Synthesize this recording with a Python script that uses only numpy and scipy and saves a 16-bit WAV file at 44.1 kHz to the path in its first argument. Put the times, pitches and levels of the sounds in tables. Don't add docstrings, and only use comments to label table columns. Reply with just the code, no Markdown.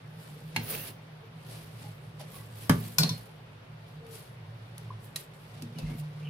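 import sys
import numpy as np
from scipy import signal
from scipy.fft import rfft, irfft, next_fast_len
from scipy.io import wavfile
from scipy.ndimage import uniform_filter1d, map_coordinates

SR = 44100
rng = np.random.default_rng(int(sys.argv[2]) if len(sys.argv) > 2 else 0)


def ratio(d):
    e = np.asarray(d, float) / 20
    return 10 ** e


def dump_mix(stems):
    frames = np.atleast_2d(stems).T
    limited = np.clip(frames, -1, 1)
    pcm = np.round(limited * 32767).astype(np.int16)
    wavfile.write(sys.argv[1], SR, pcm)


N = 277389
TIME = np.arange(N) / SR


def rms_one(x):
    return x / np.sqrt(np.mean(x ** 2) + 1e-20)


def in_time(rows):
    s, *columns = np.transpose(rows)
    return [np.interp(TIME, s, c) for c in columns]


def at_hz(points, hz):
    points = np.array(points)
    return np.interp(np.log(hz), np.log(points[:, 0]), points[:, 1])


def drift(rate):
    r = np.exp(-80 * np.pi * rate / SR)
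    chance = rng.standard_normal(N // 40 + 2002)
    slow = signal.lfilter([1], [1, -2 * r, r * r], chance)[2000:]
    return np.interp(np.arange(N) / 40, np.arange(len(slow)), rms_one(slow))


def pan(db):
    return ratio(np.array([db / 2, -db / 2])).reshape(2, -1)


def dull(x, hz):
    return signal.sosfilt(signal.butter(2, min(hz, .45 * SR), fs=SR, output="sos"), x)


def above(x, hz, order=2):
    return signal.sosfilt(signal.butter(order, hz, "high", fs=SR, output="sos"), x)


def between(x, low_hz, high_hz):
    return signal.sosfilt(signal.butter(2, [low_hz, high_hz], "band", fs=SR, output="sos"), x)


def resonate(x, hz, width_hz):
    r = np.exp(-np.pi * width_hz / SR)
    feedback = [1, -2 * r * np.cos(2 * np.pi * hz / SR), r * r]
    return signal.lfilter([(1 - r * r) / 2, 0, (r * r - 1) / 2], feedback, x)


def blend(mid, side, alike):
    alike = np.clip(alike, -1, 1)
    return np.sqrt(1 + alike) * mid + np.sqrt(1 - alike) * side * [[1], [-1]]


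def stereo_noise(alike):
    mid, side = rng.standard_normal((2, N))
    return blend(mid, side, alike) / np.sqrt(2)


# (frequency [Hz], left-right likeness [-1..1])
LIKENESS = [(60, 0.91), (180, 0.8), (550, 0.24), (1650, -0.15), (4970, -0.024), (15000, -0.65)]


def banded_noise(spectrum, low_hz, patchy_db, alike=None):
    out, edges = 0, low_hz * 2 ** np.arange(0, np.log2(.38 * SR / low_hz), 1 / 3)
    white = rng.standard_normal((2, 2, N))
    for k, (low, high) in enumerate(zip(edges, edges[1:])):
        mid, side = between(white[k % 2], low, high)
        hz = np.sqrt(low * high)
        like = at_hz(LIKENESS, hz) if alike is None else alike
        gain = ratio(at_hz(spectrum, hz) + patchy_db * drift(17.0))
        out = out + gain * blend(mid, side, like)
    return rms_one(out)


def swells(rows, roundness, rest_db):
    power = ratio(np.array(rest_db))[:, None] ** 2 + 0 * TIME
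    for s, rise, fall, *peak_db in rows:
        away = np.where(TIME < s, (s - TIME) / rise, (TIME - s) / fall)
        power = power + ratio(np.array(peak_db)[:, None] - 20 * np.minimum(away, 10) ** roundness) ** 2
    return 10 * np.log10(power)


def ring(modes, length):
    hz, level_db, t60 = np.array(modes).T[:, :, None]
    t = np.arange(round(length * SR)) / SR
    luck = rng.normal(0, 1, (3, len(modes), 1))
    wide = np.minimum(hz / 2500, 1)
    turn = np.pi * (np.arange(len(modes)) % 2)[:, None] * (hz < 600)
    beat = 1 + .2 * wide * np.sin(2 * np.pi * hz * .012 * luck[1] * t + luck[2])
    ears = []
    for ear in range(2):
        decay = ratio(level_db + 0.95 * wide * luck[ear] - 60 * t / t60)
        phase = 2 * np.pi * hz * t + turn + ear * wide * (1.95 + 1.28 * luck[0])
        ears.append(np.sum(decay * beat * np.sin(phase), axis=0))
    return np.array(ears)


def burst(at_s, hz, width_hz, t60, alike):
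    t = np.arange(round(.25 * SR)) / SR
    mid, side = rng.standard_normal((2, len(t)))
    noise = resonate(blend(mid, side, alike), hz, width_hz)
    return round(at_s * SR), rms_one(noise) / 2 * ratio(-60 * t / t60) * np.minimum(t / .0005, 1)


def add(out, start, piece):
    out[:, start:start + piece.shape[-1]] += piece[..., :N - start]


# (time [s], lower mode level [dB], lean toward upper mode [dB])
TRAFFIC = [(0, -54.5, -1), (.15, -56.5, 1), (.5, -59, 9.5), (.9, -56.5, 5), (1.1, -60, 2.5),
           (1.4, -57.5, 3.5), (1.8, -51, -2), (2.2, -56.5, 4), (2.5, -51.5, -5), (3.3, -56, 0.5),
           (3.55, -57.5, -3.5), (4.1, -54, 0.5), (4.6, -50.5, -9), (4.95, -50, 1.5), (5.25, -63, 4),
           (5.5, -54, 1), (6.29, -56.5, 6)]
# (frequency [Hz], width [Hz])
DRONE_MODES = [
    (113, 13),
    (153, 14.8),
]
# (frequency [Hz], level per Hz [dB])
AIR = [(190, -7), (344, -13), (430, -8), (919, -13.5), (3630, -22.5), (7340, -34), (10800, -38.5),
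       (16000, -54.5)]


def room_air():
    air_db, murmur_rest_db, rumble_db = -53.5, -55.5, -67.5
    handling_db, linger_s = -0.5, 0.066
    lower_db, lean_db = in_time(TRAFFIC)
    lower_db = lower_db - 1.5
    upper_db = lower_db + lean_db
    handling = uniform_filter1d(ratio(effort()[1] + handling_db) ** 2, round(linger_s * SR))
    murmur_db = 10 * np.log10(ratio(murmur_rest_db) ** 2 + handling)
    air = banded_noise(AIR, low_hz=187.5, patchy_db=1.0)
    murmur = dull(air, hz=1300)
    out = ratio(air_db) * (air - murmur) + ratio(murmur_db - 0.9) * rms_one(murmur)
    for (hz, width_hz), level_db in zip(DRONE_MODES, (lower_db, upper_db)):
        once = resonate(stereo_noise(1.0), hz, width_hz * 1.38)
        twice = resonate(once, hz, width_hz * 1.38)
        out += ratio(level_db + 5.5) * rms_one(twice) * pan(-1.06)
    rumble = rms_one(between(stereo_noise(0.88), 36, 72))
    return out + ratio(rumble_db + 0.7 * (murmur_db - murmur_rest_db) + 1.3 * drift(1.0)) * rumble


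# (peak time [s], rise [s], fall [s], bright level [dB], dull level [dB])
GESTURES = [(0.234, 0.19, 0.87, -59, -58.5), (0.575, 0.082, 0.45, -73, -50.5), (0.74, .17, 0.12, -43, -41),
            (0.885, 0.17, 0.048, -45.5, -46.5), (1.537, 0.15, 0.23, -51, -50),
            (1.836, 0.17, 0.16, -54, -52.5), (2.04, .15, 0.39, -66, -66), (2.205, 0.022, 0.074, -70, -50),
            (2.375, 0.19, 0.12, -50.5, -53.5), (2.645, 0.21, 0.069, -48.5, -51),
            (2.839, 0.27, 0.23, -47.5, -49.5), (3.03, 0.03, 0.12, -43.5, -39.5),
            (3.133, 0.2, 0.22, -52, -52), (3.906, .1, 0.11, -67.5, -64), (4.15, 0.092, 0.19, -50.5, -52),
            (4.615, 0.13, 0.39, -73.5, -66), (4.789, 0.079, 0.43, -68, -61), (5.054, 0.079, 0.11, -57, -70),
            (5.2, 0.047, 0.074, -47, -51.5), (5.348, .04, 0.52, -63.5, -80),
            (5.58, 0.31, 0.32, -66.5, -57.5), (5.795, 0.11, 0.14, -64, -56.5),
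            (5.872, 0.11, 0.46, -63, -55), (5.996, 0.055, 0.037, -48.5, -54.5),
            (6.201, 0.15, 0.25, -69, -61)]


def effort():
    return swells(GESTURES, roundness=1.19, rest_db=[-74.5, -74.5])


# (frequency [Hz], level per Hz [dB])
RUSTLE = [(2650, -29), (4500, 4), (5530, -15), (6920, -10), (8550, 8), (10200, -2), (14000, -3.5),
          (16000, -12)]


def hands():
    bright_db, body_db = effort()
    grain = ratio(1.47 * drift(120) + 0.33 * drift(9.5))
    bright = banded_noise(RUSTLE, low_hz=4500, patchy_db=2.2, alike=.1) * pan(-1)
    body = rms_one(between(stereo_noise(0.045), 1400, 6200))
    return grain * (ratio(bright_db + 1.0) * bright + ratio(body_db + 0.5) * body)


# (time [s], frequency [Hz], level [dB], rise [s], decay t60
# [s])
BUMPS = [(0.33, 461, -49, 0.047, 0.26), (0.74, 457, -36, 0.007, 0.047), (1.219, 452, -50.5, 0.022, 0.2),
         (1.84, 820, -42.5, 0.037, 0.12), (2.195, 814, -51, 0.004, 0.12), (2.195, 1000, -57, .004, 0.055),
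         (2.2, 607, -55.5, 0.0044, 0.21), (2.33, 489, -48.5, 0.032, 0.15), (2.33, 1123, -53, 0.047, 0.37),
         (2.38, 1980, -54, 0.019, 0.11), (4.903, 1070, -41, 0.0031, 0.08), (4.901, 375, -52, 0.0026, 0.064),
         (5.159, 3990, -26, 0.0023, 0.025), (5.16, 520, -40, 0.00092, 0.015),
         (5.162, 1880, -45.5, 0.002, 0.04), (5.825, 48.6, -39.5, 0.013, 0.44),
         (5.824, 98, -35, 0.017, 0.17), (2.72, 56.3, -34, 0.021, 0.16), (3.0, 56, -38, 0.016, 0.14),
         (2.6975, 225, -15, .0007, .035), (2.696, 105, -30, 0.0034, .15), (0.563, 290, -38, 0.0027, 0.047)]


def bumps():
    roughness, blur = .8, .05
    out, t = np.zeros((2, N)), np.arange(round(.6 * SR)) / SR
    for s, hz, level_db, rise, t60 in BUMPS:
        touch = dull(rng.standard_normal((2, len(t))), blur * hz)
        uneven = rms_one(touch) * roughness * (300 < hz < 3000)
        phase = 2 * np.pi * hz * t
        wave = (1 + uneven[0]) * np.sin(phase) + uneven[1] * np.cos(phase)
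        add(out, round(s * SR), ratio(level_db - 60 * t / t60) * (1 - np.exp(-t / rise)) * 2 * wave)
    return out


EDGE = [(886, -1.5, 0.043), (780, -7, 0.032), (1640, -8, 0.05), (2087, -4, 0.043), (2206, -0.5, 0.062),
        (2500, 1, 0.028), (2776, -1, 0.078), (3580, -11, 0.028), (4220, -1.5, 0.058), (4800, -11, 0.06),
        (5100, -8.5, 0.04), (5400, -6, 0.035), (5900, -10, .03), (6500, -1, 0.024)]
FLAT = [(640, 13, 0.016), (826, -5, 0.07), (1068, 5, 0.046), (1123, -0.5, 0.11), (1351, -4, .08),
        (1444, 1, 0.057), (1697, 0, 0.12), (1980, -12, 0.07), (2632, -11, 0.07), (3040, -5, .03),
        (3112, -10, 0.05), (3661, -6, 0.036), (3860, -8, .06), (4482, -9, 0.07)]
BLADE = [(1064, -9, 0.035), (1463, -12.5, 0.082), (2390, -11, .06), (3537, -7.5, 0.05), (4220, -9, 0.11),
         (4490, -6, 0.6), (5233, -1.5, 0.11), (5430, -8, .08), (5950, -7, 0.09), (7000, 0, 0.065),
         (7700, -3, 0.1), (8900, -4, 0.087), (11600, -10, 0.07), (12800, -3, 0.08)]
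RATTLE = [(695, -4, 0.029), (1052, -5, 0.063), (2600, -21, 0.046), (3530, 2, 0.033), (4070, 10, 0.032),
          (4240, -3, 0.24), (4500, -5, 0.13), (4450, 1, 0.051), (5600, -13, 0.1), (5890, 2, 0.039),
          (5270, -4, 0.1), (5900, -14, .15), (12270, -26, .04)]
SETTLE = [(1010, -9.5, 0.06), (3445, -5, 0.08), (3607, -7, 0.12), (4280, -1, .28), (4180, -8, 0.2),
          (4500, -15, 0.3), (4560, -14, 0.22), (5238, -12, 0.25), (5340, -3, 0.05), (5940, 6, .025),
          (5722, 0, 0.06), (5900, -8, .12), (6400, -4, .025), (3914, -14, 0.2)]
# (time [s], crack level [dB], knock level [dB], ring level [dB], knock frequency [Hz])
BLOWS = [
    (0.562, -18, -23, -22, 2200),
    (2.695, -8, -16, -23.5, 1300),
    (2.9843, -10, -15, -13, 5900),
    (3.0329, -16.5, -24, -23, 4200),
    (3.092, -29, -27, -25, 5600),
    (3.179, -41, -42, -73, 13700),
]


def knife():
    out, t = np.zeros((2, N)), np.arange(round(.3 * SR)) / SR
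    bodies = EDGE, FLAT, BLADE, RATTLE, SETTLE, SETTLE
    stops = [row[0] for row in BLOWS[1:]] + [N / SR]
    sides_db = [0.1, 0.1, 2.5] + [3.5] * len(BLOWS)
    for (s, crack_db, knock_db, ring_db, knock_hz), modes, stop, side_db in zip(BLOWS, bodies, stops, sides_db):
        held = ratio(-np.maximum(s + t - stop, 0) * 2000) * np.minimum(t / 0.00083, 1)
        start, crack = burst(s, hz=6650, width_hz=13000, t60=0.026, alike=-0.15)
        start, tail = burst(s, hz=7000, width_hz=12000, t60=0.25, alike=0.096)
        start, knock = burst(s, knock_hz, width_hz=knock_hz * .8, t60=.07, alike=.3)
        crack = dull(crack + ratio(-19.5) * tail, hz=12000)
        add(out, start, (ratio(crack_db) * crack + ratio(knock_db) * knock) * pan(side_db))
        add(out, start, ratio(ring_db - 4) * held * ring(modes, length=.3) * pan(side_db))
    return out


# (time [s], peak level [dB], frequency [Hz], length [s], left-right [dB])
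SPIKES = [
    (2.985, -6, 5400, .00022, 9),
    (2.9866, -14, 6200, .0004, 3),
    (3.0332, -17, 5000, .0002, 4),
    (0.5628, -21, 2400, .0004, 0),
    (2.6985, -17, 1500, .0005, 0),
]


def spikes():
    out, t = np.zeros((2, N)), np.arange(-80, 81) / SR
    for s, peak_db, hz, length, side_db in SPIKES:
        packet = np.cos(2 * np.pi * hz * t) * np.exp(-(t / length) ** 2)
        add(out, round(s * SR) - 80, -ratio(peak_db) * packet * pan(side_db))
    return out


# (time [s], level [dB], centre frequency [Hz], decay t60 [s])
SHUDDERS = [(0.567, -42, 320, .15), (2.697, -23.5, 300, 0.16), (2.698, -26, 1170, 0.14),
            (2.73, -27, 390, 0.12), (2.99, -32, 7200, .3), (3.04, -33, 790, 0.12), (3.035, -31, 5100, 0.23),
            (3.095, -44, 5300, 0.2), (0.563, -31, 5500, 0.057), (5.163, -46, 5900, 0.12),
            (5.786, -38, 520, 0.12), (5.82, -46, 680, 0.18), (5.885, -42.5, 680, 0.33), (2.2, -44, 540, .3),
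            (2.987, -32.5, 330, 0.32), (2.99, -36, 650, .25), (2.988, -35, 1600, .2),
            (2.697, -34, 2800, 0.092), (2.988, -34, 9000, .3)]


def shudders():
    out = np.zeros((2, N))
    for s, level_db, hz, t60 in SHUDDERS:
        start, noise = burst(s, hz, width_hz=hz * 0.5, t60=t60, alike=0.23)
        add(out, start, ratio(level_db) * dull(noise, hz * 2) * pan(1.5))
    return out


def shaded(x):
    share = .45
    return x + above(x, 9500, order=1) * [[-share], [share / 2]]


# (frequency [Hz], level [dB], decay t60 [s])
COUNTER = [(111.3, -2.5, 0.47), (155, 5, 0.26), (178, -11.5, 0.87), (201.8, -11, 0.39), (233, -4.5, 0.41),
           (257, 7.5, 0.061), (326, -11, 0.24), (379, 2, 0.035), (449, -17, 0.43), (525, -32, 0.14)]
# (time [s], lowest mode [dB], middle modes [dB], upper modes [dB], share of free ring time [1])
THUDS = [(0.564, -26.5, -31, -29.5, 0.7), (0.628, -28, -53, -37, 0.24), (2.698, -20, -14, -17.5, 0.78),
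         (2.724, -40, -45, -45, .5), (2.733, -17, -22, -28, .8), (2.756, -27, -27.5, -29.5, 1.07),
         (2.985, -24, -17.5, -36, 1.26), (3.034, -51, -18.5, -25, 0.47), (3.103, -24.5, -26, -33, 0.5),
         (5.62, -42, -44, -32, 0.92), (5.752, -63, -33, -37.5, 0.75), (5.823, -47, -27.5, -35.5, 0.78),
         (5.898, -45, -48, -33, 0.64), (5.942, -32, -36, -30.5, 0.3)]


def counter():
    rise_s, hard_db = 0.019, -20.5
    out, t = np.zeros((2, N)), np.arange(round(.6 * SR)) / SR
    stops = [row[0] for row in THUDS[1:]] + [N / SR]
    for (s, low_db, mid_db, high_db, free), stop in zip(THUDS, stops):
        rise = rise_s * free / (1 + ratio(high_db - hard_db) ** 2)
        slow = 1 - np.exp(-t / (rise_s * free))
        quick = 1 - np.exp(-t / rise)
        shares = [low_db, mid_db, mid_db] + [high_db] * (len(COUNTER) - 3)
        modes = [(hz, level_db + share, t60 * free) for (hz, level_db, t60), share in zip(COUNTER, shares)]
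        held = ratio(-np.maximum(s + t - stop, 0) * 1100)
        deep = slow * ring(modes[:3], length=.6) * pan(-1.)
        upper = quick * ring(modes[3:], length=.6) * pan(1.5)
        add(out, round(s * SR), held * (deep + upper))
    return above(out, 85)


# (peak time [s], rise [s], fall [s], level [dB])
SCRAPE = [
    (0.645, 0.05, .08, -42),
    (0.705, 0.04, 0.1, -32),
    (0.748, .09, .05, -31),
    (0.82, 0.13, 0.11, -36),
    (.885, .1, .04, -44),
    (2.365, 0.05, 0.051, -44.5),
    (2.81, 0.038, 0.013, -47),
    (2.838, .02, 0.046, -46),
    (6.0, 0.03, 0.019, -55),
]
# (frequency [Hz], width [Hz], level [dB])
BLADE_SING = [(2740, 150, -8), (4320, 80, -13), (4530, 72, -12), (6260, 100, -10), (7730, 190, -13),
              (9330, 100, -4), (10520, 130, -3), (10960, 70, -0.5), (11600, 140, -3), (12600, 80, -0.5),
              (13200, 90, -2), (14000, 200, -7), (14700, 120, -1), (15500, 130, -6)]


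def scrape():
    level_db, = swells(SCRAPE, roundness=1.12, rest_db=[-95])
    jolts = stereo_noise(.3) * ratio(2.2 * np.minimum(rng.exponential(1, N), 5))
    sing = 0
    for hz, width_hz, db in BLADE_SING:
        sing = sing + ratio(db + 5.5 * drift(14)) * rms_one(resonate(jolts, hz, width_hz))
    bent = np.arange(N) + .006 * np.cumsum(drift(5))
    bent = bent - np.interp(.7, TIME, bent) + .7 * SR
    sing = np.array([map_coordinates(ear, [bent], order=5, mode="mirror") for ear in sing])
    hiss = above(jolts, 9000)
    body = resonate(jolts, hz=1900, width_hz=1700)
    layers = rms_one(sing) + ratio(-7) * rms_one(hiss) + ratio(-12) * rms_one(body)
    return ratio(level_db - 3.5 + 2.0 * drift(25)) * layers * pan(-3.5)


# (time [s], peak level [dB], centre frequency [Hz], decay t60 [s], left-right [dB])
TICKS = [(0.6984, -27, 10800, 0.3, 1), (2.195, -39, 9660, 0.18, -7), (2.2115, -32, 3650, 0.022, 3),
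         (2.9826, -16, 2500, 0.02, -1), (4.0655, -43, 3950, 0.034, 6.5), (4.109, -44, 10200, 0.57, 14),
         (4.78, -23.5, 9940, 0.017, 2), (5.042, -40, 9670, 0.04, -1), (5.1593, -13, 10400, 0.044, -1),
         (5.1684, -39, 3860, 0.024, 6), (5.3365, -46, 4050, 0.043, 1), (5.5339, -55, 3330, 0.046, 3),
         (5.576, -43, 3610, 0.026, -8), (5.6217, -25, 4500, 0.025, -2), (5.7854, -29, 4300, 0.048, 2),
         (5.798, -40, 2680, 0.05, -3), (5.886, -51, 2600, 0.044, -9), (5.899, -42.5, 2500, 0.14, 5)]


def ticks():
    out = np.zeros((2, N))
    for s, peak_db, hz, t60, side_db in TICKS:
        broad_hz, broad_db = (9800, -2.5) if hz < 6000 else (4200, -6.5)
        start, core = burst(s, hz, width_hz=hz * .6, t60=t60, alike=0.14)
        start, broad = burst(s, hz=broad_hz, width_hz=6500, t60=t60 * 1.3, alike=.3)
        snap = dull(core + ratio(broad_db) * broad, hz=11800)
        add(out, start, ratio(peak_db - 4.5) * snap * pan(side_db))
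    return out


# (start time [s], length [s], start frequency [Hz], end frequency [Hz], level [dB])
BIRDS = [(3.995, .18, 460, 452, -52.5), (5.765, .02, 3000, 2850, -57), (5.735, .04, 2450, 2300, -64),
         (5.785, .03, 2700, 2620, -56), (5.81, .04, 2750, 2400, -60), (5.845, .025, 2650, 2700, -63),
         (5.86, .025, 2150, 2000, -62), (5.885, .03, 2000, 2250, -57), (5.915, .045, 2250, 2150, -59),
         (6.205, .035, 455, 450, -58), (6.245, .045, 460, 450, -59), (6.215, .03, 2200, 2500, -58),
         (6.225, .03, 2700, 2600, -56), (6.235, .055, 2500, 2350, -58), (6.245, .03, 3050, 2950, -49),
         (6.27, .03, 2740, 2800, -46), (6.275, .02, 2950, 3000, -51)]


def birds():
    out, hoarse = np.zeros((2, N)), .45 + .8 * drift(90)
    for s, length, start_hz, end_hz, level_db in BIRDS:
        u = np.linspace(0, 1, round(length * SR))
        phase = 2 * np.pi * np.cumsum(start_hz + (end_hz - start_hz) * u) / SR
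        rough = 1 + (hoarse[round(s * SR):][:len(u)] - 1) * (start_hz > 1000)
        whistle = (np.sin(np.pi * u) ** .5 * np.sin(phase))[:len(rough)]
        add(out, round(s * SR), ratio(level_db) * np.sqrt(2) * rough * whistle)
    return out


# (time [s], frequency [Hz], level [dB])
HUM = [
    (5.81, 155, -67),
    (5.85, 155, -47),
    (5.93, 152.9, -34.5),
    (5.955, 155.6, -54),
    (6.0, 151, -36),
    (6.06, 150, -41.5),
    (6.2, 151, -39.5),
    (6.29, 147, -38.5),
]


def motor():
    hz, level_db = in_time(HUM)
    return ratio(level_db) * np.sqrt(2) * np.sin(2 * np.pi * np.cumsum(hz) / SR) * pan(-1.0)


def kitchen(x):
    t60_s, wall_cut_hz = 0.23, 10400
    size = next_fast_len(N + SR)
    w = np.linspace(0, np.pi, size // 2 + 1)
    wall = 1 / (1 + 1j * w * SR / (2 * np.pi * wall_cut_hz))
    lags = rng.uniform(.006, .028, 16) * SR
    loops = [ratio(-60 * lag / SR / t60_s) * wall * np.exp(-1j * w * lag) for lag in lags]
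    tails = [sum((-1) ** k * g / (1 - g) for k, g in enumerate(loops[ear::2])) for ear in range(2)]
    return irfft(rfft(x.mean(axis=0), size) * np.array(tails), size)[:, :N]


def scene():
    soft = bumps()
    struck = shaded(knife() + shudders()) + spikes() + ticks() + birds()
    echo = above(kitchen(struck + .3 * soft), 250)
    direct = struck + soft + counter() + hands() + scrape() + room_air() + motor()
    return direct + ratio(-13.0) * echo


def roll_off(x):
    return signal.sosfilt(signal.butter(12, 17000, fs=SR, output="sos"), x)


# (frequency [Hz], width [Hz], added share [1])
PORTS = [
    (6850, 6500, -0.6),
    (8570, 420, -0.42),
    (9720, 640, 0.47),
]


def record(dry):
    for hz, width_hz, share in PORTS:
        dry = dry + share * resonate(dry, hz, width_hz)
    mix = signal.sosfilt(signal.cheby2(14, 45, 16250, fs=SR, output="sos"), dry)
    return roll_off(mix)


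dry = scene()
out = record(dry)
dump_mix(out)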